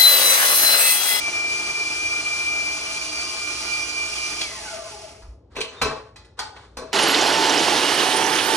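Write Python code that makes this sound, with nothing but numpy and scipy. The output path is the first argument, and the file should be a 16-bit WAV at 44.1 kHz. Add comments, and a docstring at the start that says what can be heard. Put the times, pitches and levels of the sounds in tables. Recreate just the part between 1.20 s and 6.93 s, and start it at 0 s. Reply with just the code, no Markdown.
"""A gear whine over hissing brushes and churning dough: a stand mixer at work in a tiled kitchen.
The speed lever snaps off; drag and friction slow the motor, and the slack gears glide down
through the resonances of the housing. Then the head and the steel bowl are handled: dull thumps,
clanks, rubbing and a short squeak. Two microphone ports hear it from a few metres away."""
import sys
import numpy as np
from scipy import signal
from scipy.fft import rfft, irfft, next_fast_len
from scipy.io import wavfile
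from scipy.ndimage import map_coordinates

SR = 44100
rng = np.random.default_rng(int(sys.argv[2]) if len(sys.argv) > 2 else 0)


def digitize_waveform(pressure):
    """Quantize a signal to 16-bit integers and store it at the path in sys.argv[1].

    Rows of a 2-D input are taken as channels; values are limited to [-1, 1].
    """
    field = np.atleast_2d(pressure).T
    bounded = np.clip(field, -1, 1)
    quanta = np.round(bounded * 32767).astype(np.int16)
    wavfile.write(sys.argv[1], SR, quanta)


N = 252693
TIME = np.arange(N) / SR
SPLIT = np.array([[.5], [-.5]])  # shares a left-minus-right difference between the ports
MESH_HZ = 2375  # pitch of the meshing teeth at full speed


def mixer():
    """The motor's speed pulls the gear pitches along; hiss, churning and tones fade as it slows."""
    speed = motor_speed()
    travel = 2 * np.pi * np.cumsum(speed) / SR  # phase of a tone that is 1 Hz at full speed
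    mesh_phase = MESH_HZ * travel
    slack = np.clip((.99 - speed) / .12, 0, 1)  # without power the teeth run slack
    stall_fade = np.clip(speed * MESH_HZ / 535, 0, 1) ** 1.45  # dies fast below a 535 Hz mesh pitch
    bed = brushes(speed, mesh_phase) + dough(speed) + running_tones(speed, slack)
    whine, whine_level = gear_whine(travel, slack)
    rattle, slack_level = slack_gears(speed, slack, mesh_phase)
    echo_send = (slack_level + amp(-18) * whine_level.mean(axis=0)) * np.sin(mesh_phase)
    echo = kitchen(echo_send, direct_db=-5.5)[:, :N]
    singing = kitchen(amp(-33) * housing(rattle), direct_db=3)[:, :N]
    return stall_fade * bed + whine + echo + singing


def motor_speed(off_s=3.239, drag_s=.8, friction_hz_per_s=1100):
    """Share of full speed: it settles, wavers in the dough, then drag and friction bring it to rest."""
    powered = 1 - .014 * np.exp(-TIME / .13) + 0.00266 * wobble(22)
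    friction = friction_hz_per_s * drag_s / MESH_HZ
    coasting = (1 + friction) * np.exp(-np.maximum(TIME - off_s, 0) / drag_s) - friction
    return powered * np.maximum(coasting, 0)


# fader ride on the whine, shaded as the cook steps in front: t/s, level/dB, left minus right/dB
WHINE_RIDE = [(0.0, -31.5, -3.5), (0.04, -20.5, 1), (0.8, -21.5, 1), (0.9, -22, 1), (1.22, -21.5, 2),
              (1.28, -19.5, 1.5), (1.4, -21.5, 4), (1.55, -24.5, 2), (1.65, -28.5, 0), (1.7, -27.5, 0),
              (1.78, -26, 1), (1.92, -30.5, -3), (1.97, -26, -1), (2.07, -29.5, 1), (2.16, -31, 5),
              (2.28, -25, -7), (2.41, -31.5, -2.5), (2.5, -29.5, -11), (2.54, -20, 3), (2.63, -24.5, -9),
              (2.68, -28, -7), (2.84, -21.5, -1), (2.91, -30.5, -5), (3.03, -24, -2.5), (3.13, -28.5, -7),
              (3.22, -30, -2)]
# brief dips, often deeper at one port: t/s, left depth/dB, right depth/dB, half length/s
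WHINE_DIPS = [(0.115, 20, 14, 0.012), (0.22, 0.5, 9, 0.0075), (0.301, 2, 1.5, 0.011),
              (.385, 1, 2.5, 0.0083), (0.483, 5, 21, 0.0057), (0.531, 12, 12.5, 0.015),
              (0.646, 7.5, 8.5, 0.014), (0.696, 8.5, 9, 0.01), (0.913, -1, 1.5, 0.018),
              (1.03, 14, 10, 0.016), (1.146, 0.5, 3, 0.0059), (1.45, -1, 3.5, 0.0071),
              (1.648, -3, 6.5, 0.018), (1.843, 9, 16, 0.0076), (1.916, 14, 6, 0.0072),
              (2.087, 20, 4, 0.0086), (2.156, -3, 11, .014), (2.356, 20, 3, .011), (2.674, 7, 2, .016),
              (2.89, 3, 1.5, 0.011), (2.95, 7, 8, 0.0093), (3.09, 7, 2.5, 0.014)]
# tremolo from the turning beater and shafts: f/Hz at full speed, depth/dB
SHAFT_TREMOLO = [(9.9, 0.35), (19.8, 1.0), (39.5, 0.84)]


def gear_whine(travel, slack, left_lead_rad=1.74, slip_rad_per_db=0.2):
    """Meshing teeth sing one tone that flutters with the load; returns the tone and its envelope."""
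    ride_db, shadow_db = curves(WHINE_RIDE)
    tremolo_db = sum(depth * np.sin(hz * travel + 2 * np.pi * rng.random())
                     for hz, depth in SHAFT_TREMOLO)
    flutter_db = 1.15 * (wobble(60) + np.array([wobble(35), wobble(35.16)]))
    waver_rad = 0.27 * (wobble(30.22) + .5 * np.array([wobble(40.23), wobble(40)]))
    dip_db = sum(np.outer([left_db, right_db], np.exp(-((TIME - s) / half_length) ** 2))
                 for s, left_db, right_db, half_length in WHINE_DIPS)
    envelope = (1 - slack) * amp(ride_db - dip_db - 0.43)
    phase = MESH_HZ * travel + SPLIT * left_lead_rad + waver_rad - slip_rad_per_db * dip_db
    return envelope * amp(tremolo_db + flutter_db + SPLIT * shadow_db) * np.sin(phase), envelope


# bright hiss of brushes and fan: f/Hz, level/dB
BRUSH_COLOUR = [(1200, -14), (1900, -13.5), (2500, -1), (3100, -3.5), (3800, -5.5), (4500, -0.5), (5800, 0),
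                (6400, -3.5), (7100, -5), (7800, -7), (10000, -6.5), (11000, -7.5), (11900, -110)]


def brushes(speed, mesh_phase, teeth=20):
    """The brushes hiss unevenly and scrape harder once a turn."""
    scrape = (1 + 0.067 * np.sin(mesh_phase / teeth)) * amp(1.06 * wobble(22.25))
    return amp(-32.5) * speed * scrape * noise(BRUSH_COLOUR)


# midrange churn of thick dough: f/Hz, level/dB
DOUGH_COLOUR = [(100, -13.5), (180, -7.5), (260, -1), (430, 3), (550, -6), (680, 7), (780, -1), (870, 7),
                (980, -3.5), (1200, 5), (1700, -5.5), (2300, 3), (4000, -17.5), (11000, -29), (12000, -110)]


def dough(speed, sag_db_per_s=1.06):
    """The beater drags through the dough; the churning eases as it softens."""
    level_db = -39 - sag_db_per_s * TIME + 1.86 * wobble(24.6)
    return amp(level_db) * speed ** 0.65 * noise(DOUGH_COLOUR)


# low partials of the gear train at full speed: f/Hz, level/dB
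GEAR_PARTIALS = [(306.5, -51.5), (360.5, -55), (419.5, -58), (452, -63), (651.4, -49), (710, -63),
                 (834, -57), (872.1, -54), (920, -62.5), (1071, -50.5), (1168, -57.5), (1206, -49.5),
                 (1233, -48), (1427, -50), (1464, -55.5), (1545, -57.5), (1900, -71), (2137, -61.5)]
# high partials of the armature at full speed: f/Hz, level/dB
ARMATURE_PARTIALS = [(2612, -64), (2681, -66), (2849, -49.5), (2972, -59), (3086, -53.5), (3293, -54),
                     (3437, -57.5), (3560, -55), (4037, -52.5), (4165, -54), (4276, -50), (4512, -53.5),
                     (4710, -54), (4985, -45), (5342, -51), (5463, -49.5), (5582, -53), (5698, -53),
                     (5952, -47.5), (6070, -46), (6644, -56), (6998, -59.5), (7117, -49), (8545, -54)]
# the whine's octave swells as the cook turns: t/s, level/dB
OCTAVE_RIDE = [(0, -55), (.35, -39), (1.2, -49), (1.7, -43), (2.0, -32), (2.3, -45.5), (2.55, -33),
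               (2.75, -41), (3.2, -40.5)]


def running_tones(speed, slack):
    """Gear train, armature and the whine's octave hum under load and sink away as the teeth go slack."""
    octave_db, = curves(OCTAVE_RIDE)
    gears = tones(GEAR_PARTIALS, speed, smear=0.57, waver_hz=14)
    armature = amp(3) * tones(ARMATURE_PARTIALS, speed, smear=1.94, waver_hz=30)
    octave = amp(octave_db) * tones([(2 * MESH_HZ, 0)], speed, smear=1.0, waver_hz=59)
    return amp(-16 * slack) * speed * (gears + armature + octave)


# falling tones of the slack gears: multiple of the mesh pitch, level/dB
SLACK_PARTIALS = [(.465, -1), (.53, -2), (.6, -9.5), (.96, -1), (1.2, -16.5), (1.45, -11)]
# dark chatter of loose teeth: f/Hz, level/dB
CHATTER_COLOUR = [(300, 5.5), (660, -2), (900, -17), (2500, -21), (5000, -40)]


def slack_gears(speed, slack, mesh_phase, grip_hz=343, fade_range_hz=131):
    """Loose teeth strike unevenly until they grip; returns their rattle and the mesh tone's envelope."""
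    loose = slack * np.clip((speed * MESH_HZ - grip_hz) / fade_range_hz, 0, 1)
    glides = sum(amp(db + 3 * wobble(70)) * np.sin(multiple * mesh_phase)
                 for multiple, db in SLACK_PARTIALS)
    chatter = amp(1.5) * np.sqrt(speed) * unit(equalised(rng.standard_normal(N), CHATTER_COLOUR))
    return loose * (glides + chatter), amp(-48.5) * speed ** 1.4 * loose


# resonances of the cast housing: f/Hz, width/Hz, level/dB
HOUSING_MODES = [(402, 30, -9), (653.3, 34, 4), (856, 44, -1), (1073, 70, -9.5), (1194, 60, -8),
                 (1470, 190, -4.5), (2130, 240, -0.5)]


def housing(drive):
    """The housing sings whenever a falling gear tone crosses one of its steep-sided resonances."""
    def response(f):
        return sum(amp(db) * (1j * f * width / (hz * hz - f * f + 1j * f * width)) ** 2
                   for hz, width, db in HOUSING_MODES)
    return filtered(drive, response)


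# cues for the speed lever: t/s, level/dB, knock/dB, clang/dB, bite/dB
SWITCH_HITS = [(3.2105, -13, -19, -22, -3.5), (3.2145, -10, -16, -21.5, -1)]
# its short, bright ring: f/Hz, level/dB, t60/s
SWITCH_MODES = [(3287, -1, 0.055), (4400, 4.5, 0.036), (5840, -12.5, 0.021)]


def speed_lever():
    """The lever snaps to off with a tight double click."""
    return contacts(SWITCH_HITS, SWITCH_MODES, ring_db=-11.5, crack_db=18.5, body_db=-2,
                    rattle_s=0.021, direct_db=5, top_hz=11300)


# cues for the head: t/s, level/dB, knock/dB, clang/dB, bite/dB
HEAD_HITS = [(4.364, -24.5, -8, -8.5, 6), (4.3829, -28.5, 0.5, -0.5, -2), (4.6149, -10, -11, -9, -1),
             (4.6187, -10.5, -17.5, -5.5, -6.5), (4.6507, -29, 9.5, -27, 1), (4.7076, -33.5, 1.5, 5.5, -5),
             (5.5689, -20.5, -10.5, -13, -9.5), (5.5851, -32.5, 4, -9, -3.5), (5.619, -39.5, 5.5, 1, -10),
             (5.7214, -39.5, -11, -19, 7)]
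# its full-bodied ring: f/Hz, level/dB, t60/s
HEAD_MODES = [(150, -14.5, 0.2503), (435, -4, 0.27), (490, -9, 0.15), (645.8, -1, 0.31), (860, -0.5, 0.12),
              (1018, -1.5, 0.17), (1111, 5.5, 0.14), (1540, -1.5, 0.13), (1850, -28, 0.16),
              (2360, 4.5, 0.051), (2610, 7.5, 0.054), (4120, 1.5, 0.08), (4730, -9.5, 0.052),
              (5800, -15.5, 0.066), (5950, -5.5, 0.065)]


def mixer_head():
    """The heavy head knocks against its stops."""
    return contacts(HEAD_HITS, HEAD_MODES, ring_db=-12.5, crack_db=14, body_db=6.5,
                    rattle_s=0.055, direct_db=2.5, top_hz=14000)


# cues for the bowl: t/s, level/dB, knock/dB, clang/dB, bite/dB
BOWL_HITS = [(5.1896, -16, -26, -10.5, -2.5), (5.1964, -22, -6, -6.5, 0), (5.2234, -34, -1, -0.5, -5),
             (5.3622, -44.5, -14, 0, 12.5)]
# its short steel ring: f/Hz, level/dB, t60/s
BOWL_MODES = [(777, 13.5, 0.049), (851, 11.5, 0.087), (950, 4, 0.033), (1233, 2, 0.12), (1487, 8, 0.12),
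              (3520, -13, 0.054), (4630, -8, 0.071), (5730, -17, 0.085), (8260, -21, 0.22)]


def steel_bowl():
    """The beater clanks against the bowl."""
    return contacts(BOWL_HITS, BOWL_MODES, ring_db=-5, crack_db=17, body_db=-10,
                    rattle_s=0.045, direct_db=5, top_hz=11900)


# cues for the lock: t/s, level/dB, knock/dB, clang/dB, bite/dB
LOCK_HITS = [(4.4047, -18.5, 0, -17, 0), (4.4121, -16, -6, -21, 4.5)]
# its crisp ring: f/Hz, level/dB, t60/s
LOCK_MODES = [(433, -12, .13), (2390, 4.5, 0.037), (2630, 2, 0.035), (2970, 0, 0.052), (3270, 0.5, 0.046),
              (4250, 2, 0.082), (6090, -2, 0.094), (7640, -7, 0.1), (9000, -9, .05), (9900, -4.5, 0.054)]


def lock():
    """The lock snaps over in two quick contacts."""
    return contacts(LOCK_HITS, LOCK_MODES, ring_db=-11.5, crack_db=18, body_db=-7.5,
                    rattle_s=0.029, direct_db=6.5, top_hz=11100)


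# cues for the levers: t/s, level/dB, knock/dB, clang/dB, bite/dB
LEVER_HITS = [(4.0205, -41.5, -11, 4, -7), (4.354, -35, -12, -8, 2), (4.9585, -31.5, -4, -3.5, -3),
              (5.0459, -42.5, 0, -3, -5)]
# their thin ring: f/Hz, level/dB, t60/s
LEVER_MODES = [(860, 0, 0.22), (1040, -5, 0.23), (1997, 1.5, 0.076), (2490, 5, 0.035), (4180, -4, .08),
               (5330, -6, .07)]


def lever_ticks():
    """The levers tick lightly as they are handled."""
    return contacts(LEVER_HITS, LEVER_MODES, ring_db=-10.5, crack_db=15, body_db=-11.5,
                    rattle_s=0.054, direct_db=2, top_hz=11300)


# noise of metal on metal, struck or rubbed: f/Hz, level/dB
CONTACT_COLOUR = [(40, -6), (150, -10), (200, -12), (260, -0.5), (340, -8), (430, 5.5), (600, -3.5),
                  (1100, 2.5), (1900, -6), (2600, -11.5), (4200, -6.5), (6000, -16), (8000, -19),
                  (10000, -21), (11500, -19), (12500, -30), (16000, -38)]


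def contacts(hits, modes, ring_db, crack_db, body_db, rattle_s, direct_db, top_hz):
    """Each hit cracks for a moment and rings its part's modes at new strengths; the kitchen answers."""
    out, t = np.zeros((2, N)), np.arange(SR // 4) / SR
    for s, db, knock_db, clang_db, bite_db in hits:
        ring = np.zeros(len(t))
        for hz, mode_db, t60 in modes:
            struck_db = mode_db + rng.normal(0, 1.5)
            ring += amp(struck_db - 60 * t / t60) * np.sin(2 * np.pi * (hz * t + rng.random()))
        ring *= 1 - np.exp(-t / 0.00056)
        burst = rng.standard_normal(len(t)) * amp(-60 * t / rattle_s) * (1 - np.exp(-t / 0.0033))
        crack = filtered(burst, lambda hz: amp(along(CONTACT_COLOUR, hz)) * below(top_hz, hz))
        # a heavy part answers more strongly in its low range
        low_db, mid_db = knock_db + body_db, clang_db + body_db / 2
        eq = [(250, low_db), (550, low_db), (850, mid_db), (1500, mid_db),
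              (2300, bite_db), (3200, bite_db), (5000, 0)]
        blow = equalised(amp(ring_db) * ring + amp(crack_db) * crack, eq)
        add(out, s, amp(db) * kitchen(blow, direct_db))
    return out


# soft bumps on the counter: t/s, level/dB, f/Hz
COUNTER_BUMPS = [(4.032, -33.5, 51.6), (4.08, -28.5, 56), (4.626, -29.5, 68.5), (4.634, -37.5, 133)]


def counter_thumps(attack_s=0.0079, t60=0.28):
    """The counter booms briefly under the machine's weight."""
    out, t = np.zeros(N), np.arange(SR // 2) / SR
    for s, db, hz in COUNTER_BUMPS:
        envelope = amp(db - 60 * t / t60) * (1 - np.exp(-t / attack_s))
        add(out, s, envelope * np.sin(2 * np.pi * hz * t))
    return out


# strokes of metal sliding on metal: t/s, length/s, level/dB
RUB_STROKES = [(4.3, 0.045, -56.5), (4.349, 0.015, -41.5), (4.51, 0.26, -44), (5.169, 0.031, -42),
               (5.347, 0.034, -47), (5.42, 0.04, -64.5), (5.63, 0.12, -53)]


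def rubbing(attack_s=0.022, release_db_per_s=116, top_hz=10000):
    """Sliding metal rasps unevenly."""
    strokes = np.zeros(N)
    for s, length, db in RUB_STROKES:
        attack = np.clip((TIME - s) / attack_s, 0, 1)
        strokes += attack * amp(db - release_db_per_s * np.maximum(TIME - s - length, 0))
    grain = amp(1.5 * wobble(27.04))
    return strokes * grain * filtered(noise(CONTACT_COLOUR), lambda hz: below(top_hz, hz))


def squeak(start_s=4.558, length_s=0.07, pitch_hz=3660, scatter_hz=49.4):
    """Slipping metal squeaks at a wavering pitch, leading into the loudest clank."""
    swell = np.sin(np.pi * np.clip((TIME - start_s) / length_s, 0, 1))
    hz = pitch_hz + scatter_hz * wobble(400)
    return amp(-43.5) * swell * np.sin(2 * np.pi * np.cumsum(hz) / SR)


# low bed of room tone: f/Hz, level/dB
ROOM_COLOUR = [(20, -43), (40, -20), (60, 7.5), (80, 1), (110, -0.5), (150, -9), (200, -12.5), (430, -10),
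               (900, -23.5), (1600, -42), (5000, -45), (11000, -65), (12500, -110)]


def room_tone():
    """The room rumbles faintly under everything."""
    return amp(-51.5) * noise(ROOM_COLOUR)


# reverb time of the tiled kitchen: f/Hz, t60/s
KITCHEN_DECAY = [(100, 0.23), (500, 0.51), (2000, 0.41), (5000, 0.36), (9000, 0.29), (12500, 0.049)]


def kitchen(sound, direct_db):
    """A mono sound reaches the ports directly, then as a tail that dies by frequency."""
    hz, t, bands = signal.stft(rng.standard_normal((2, SR // 2)), SR, nperseg=256)
    decay = amp(-60 * t / along(KITCHEN_DECAY, hz)[:, None])
    impulse = signal.istft(bands * decay, SR, nperseg=256)[1]
    impulse /= np.linalg.norm(impulse[0])
    impulse[0, 16] += amp(direct_db)
    path = ports(impulse)
    return signal.fftconvolve(sound[None], path / np.linalg.norm(path[0]), axes=1)


# how alike the two ports sound: f/Hz, coherence/0-1
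PORT_COHERENCE = [(100, .999), (270, .97), (560, .85), (780, .6), (1300, .8), (1900, .92), (2800, .35),
                  (3900, .15), (4900, .55), (6000, .82), (7500, .62), (11000, .72)]
# phase between the ports: f/Hz, left lead/rad
PORT_LEAD = [(200, 0), (450, -.2), (700, -.9), (1900, .1), (2300, 1.7), (3600, 1.6), (4400, 3.1), (5100, 4),
             (5600, 6.8), (8000, 7.8), (10000, 8.5), (11000, 9.3)]
# pan by frequency: f/Hz, left minus right/dB
PORT_BALANCE = [(60, 0.5), (110, 1), (190, 2.5), (340, 3), (610, 5), (1080, 1.0), (1930, -0.5), (3440, -2),
                (6120, 0), (10900, -0.5)]


def ports(pair):
    """Two unrelated signals become what the ports hear: alike in the bass, wider in the treble."""
    def width(hz):
        angle = np.arccos(np.clip(along(PORT_COHERENCE, hz), -1, 1)) / 2
        return np.array([np.cos(angle), np.sin(angle)])

    def pan(hz):
        return amp(SPLIT * along(PORT_BALANCE, hz)) * np.exp(1j * SPLIT * along(PORT_LEAD, hz))
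    mid, side = filtered(pair, width)
    return filtered(np.array([mid + side, mid - side]), pan)


def tones(partials, speed, smear, waver_hz):
    """Partials that follow the speed; play in the parts makes each waver in strength and phase."""
    knots, cycles = np.arange(N) * waver_hz / SR, np.cumsum(speed) / SR
    knot, between = knots.astype(int), knots % 1
    out = np.zeros((2, N))
    for hz, db in partials:
        waver = smear * rng.standard_normal((2, 2, 512))  # signal, quadrature part, knot
        waver[:, 0] += 1  # the steady core of the tone
        sway = amp(db) * waver / np.sqrt(.5 + smear ** 2)
        sway = sway.take(knot, axis=2) + between * np.diff(sway).take(knot, axis=2)
        phase = 2 * np.pi * hz * cycles
        out[0] += sway[0, 0] * np.cos(phase) + sway[0, 1] * np.sin(phase)
        out[1] += sway[1, 0] * np.sin(phase) + sway[1, 1] * np.cos(phase)
    return ports(out)


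def noise(colour):
    """Stereo noise of rms 1 with the given colour."""
    return unit(ports(equalised(rng.standard_normal((2, N)), colour)))


def equalised(x, eq):
    """x through an EQ curve of (f/Hz, level/dB) points."""
    return filtered(x, lambda hz: amp(along(eq, hz)))


def filtered(x, response):
    """x through a complex frequency response."""
    n = x.shape[-1]
    padded = next_fast_len(n + 8192)
    return irfft(rfft(x, padded) * response(np.fft.rfftfreq(padded, 1 / SR)), padded)[..., :n]


def below(top_hz, hz):
    """Gain of a steep low-pass."""
    return 1 / (1 + (hz / top_hz) ** 30)


def along(points, hz):
    """Read (f/Hz, value) points on a log frequency axis."""
    f, values = np.transpose(points)
    return np.interp(np.log(hz + 1), np.log(f + 1), values)


def curves(rows):
    """One automation curve for each column after the time."""
    s, *columns = np.transpose(rows)
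    return [np.interp(TIME, s, column) for column in columns]


def wobble(rate):
    """A smooth random curve, rate knots a second."""
    return map_coordinates(rng.standard_normal(int(N * rate / SR) + 4), [TIME * rate], order=2)


def add(track, s, sound):
    """Mix a sound into a track at s seconds."""
    part = track[..., round(s * SR):][..., :sound.shape[-1]]
    part += sound[..., :part.shape[-1]]


def amp(db):
    """Decibels to gain."""
    return 10 ** (np.asarray(db) / 20)


def unit(x):
    """x at rms 1."""
    return x / np.sqrt(np.mean(x ** 2) + 1e-20)


def scene():
    """Mixer and handling over the low rumble of the room."""
    hits = speed_lever() + lock() + lever_ticks() + mixer_head() + steel_bowl()
    return mixer() + hits + counter_thumps() + rubbing() + squeak() + room_tone()


def record(dry):
    """A brick-wall low-pass takes off the top air."""
    return filtered(dry, lambda hz: hz < 15900)


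dry = scene()
out = record(dry)
digitize_waveform(out)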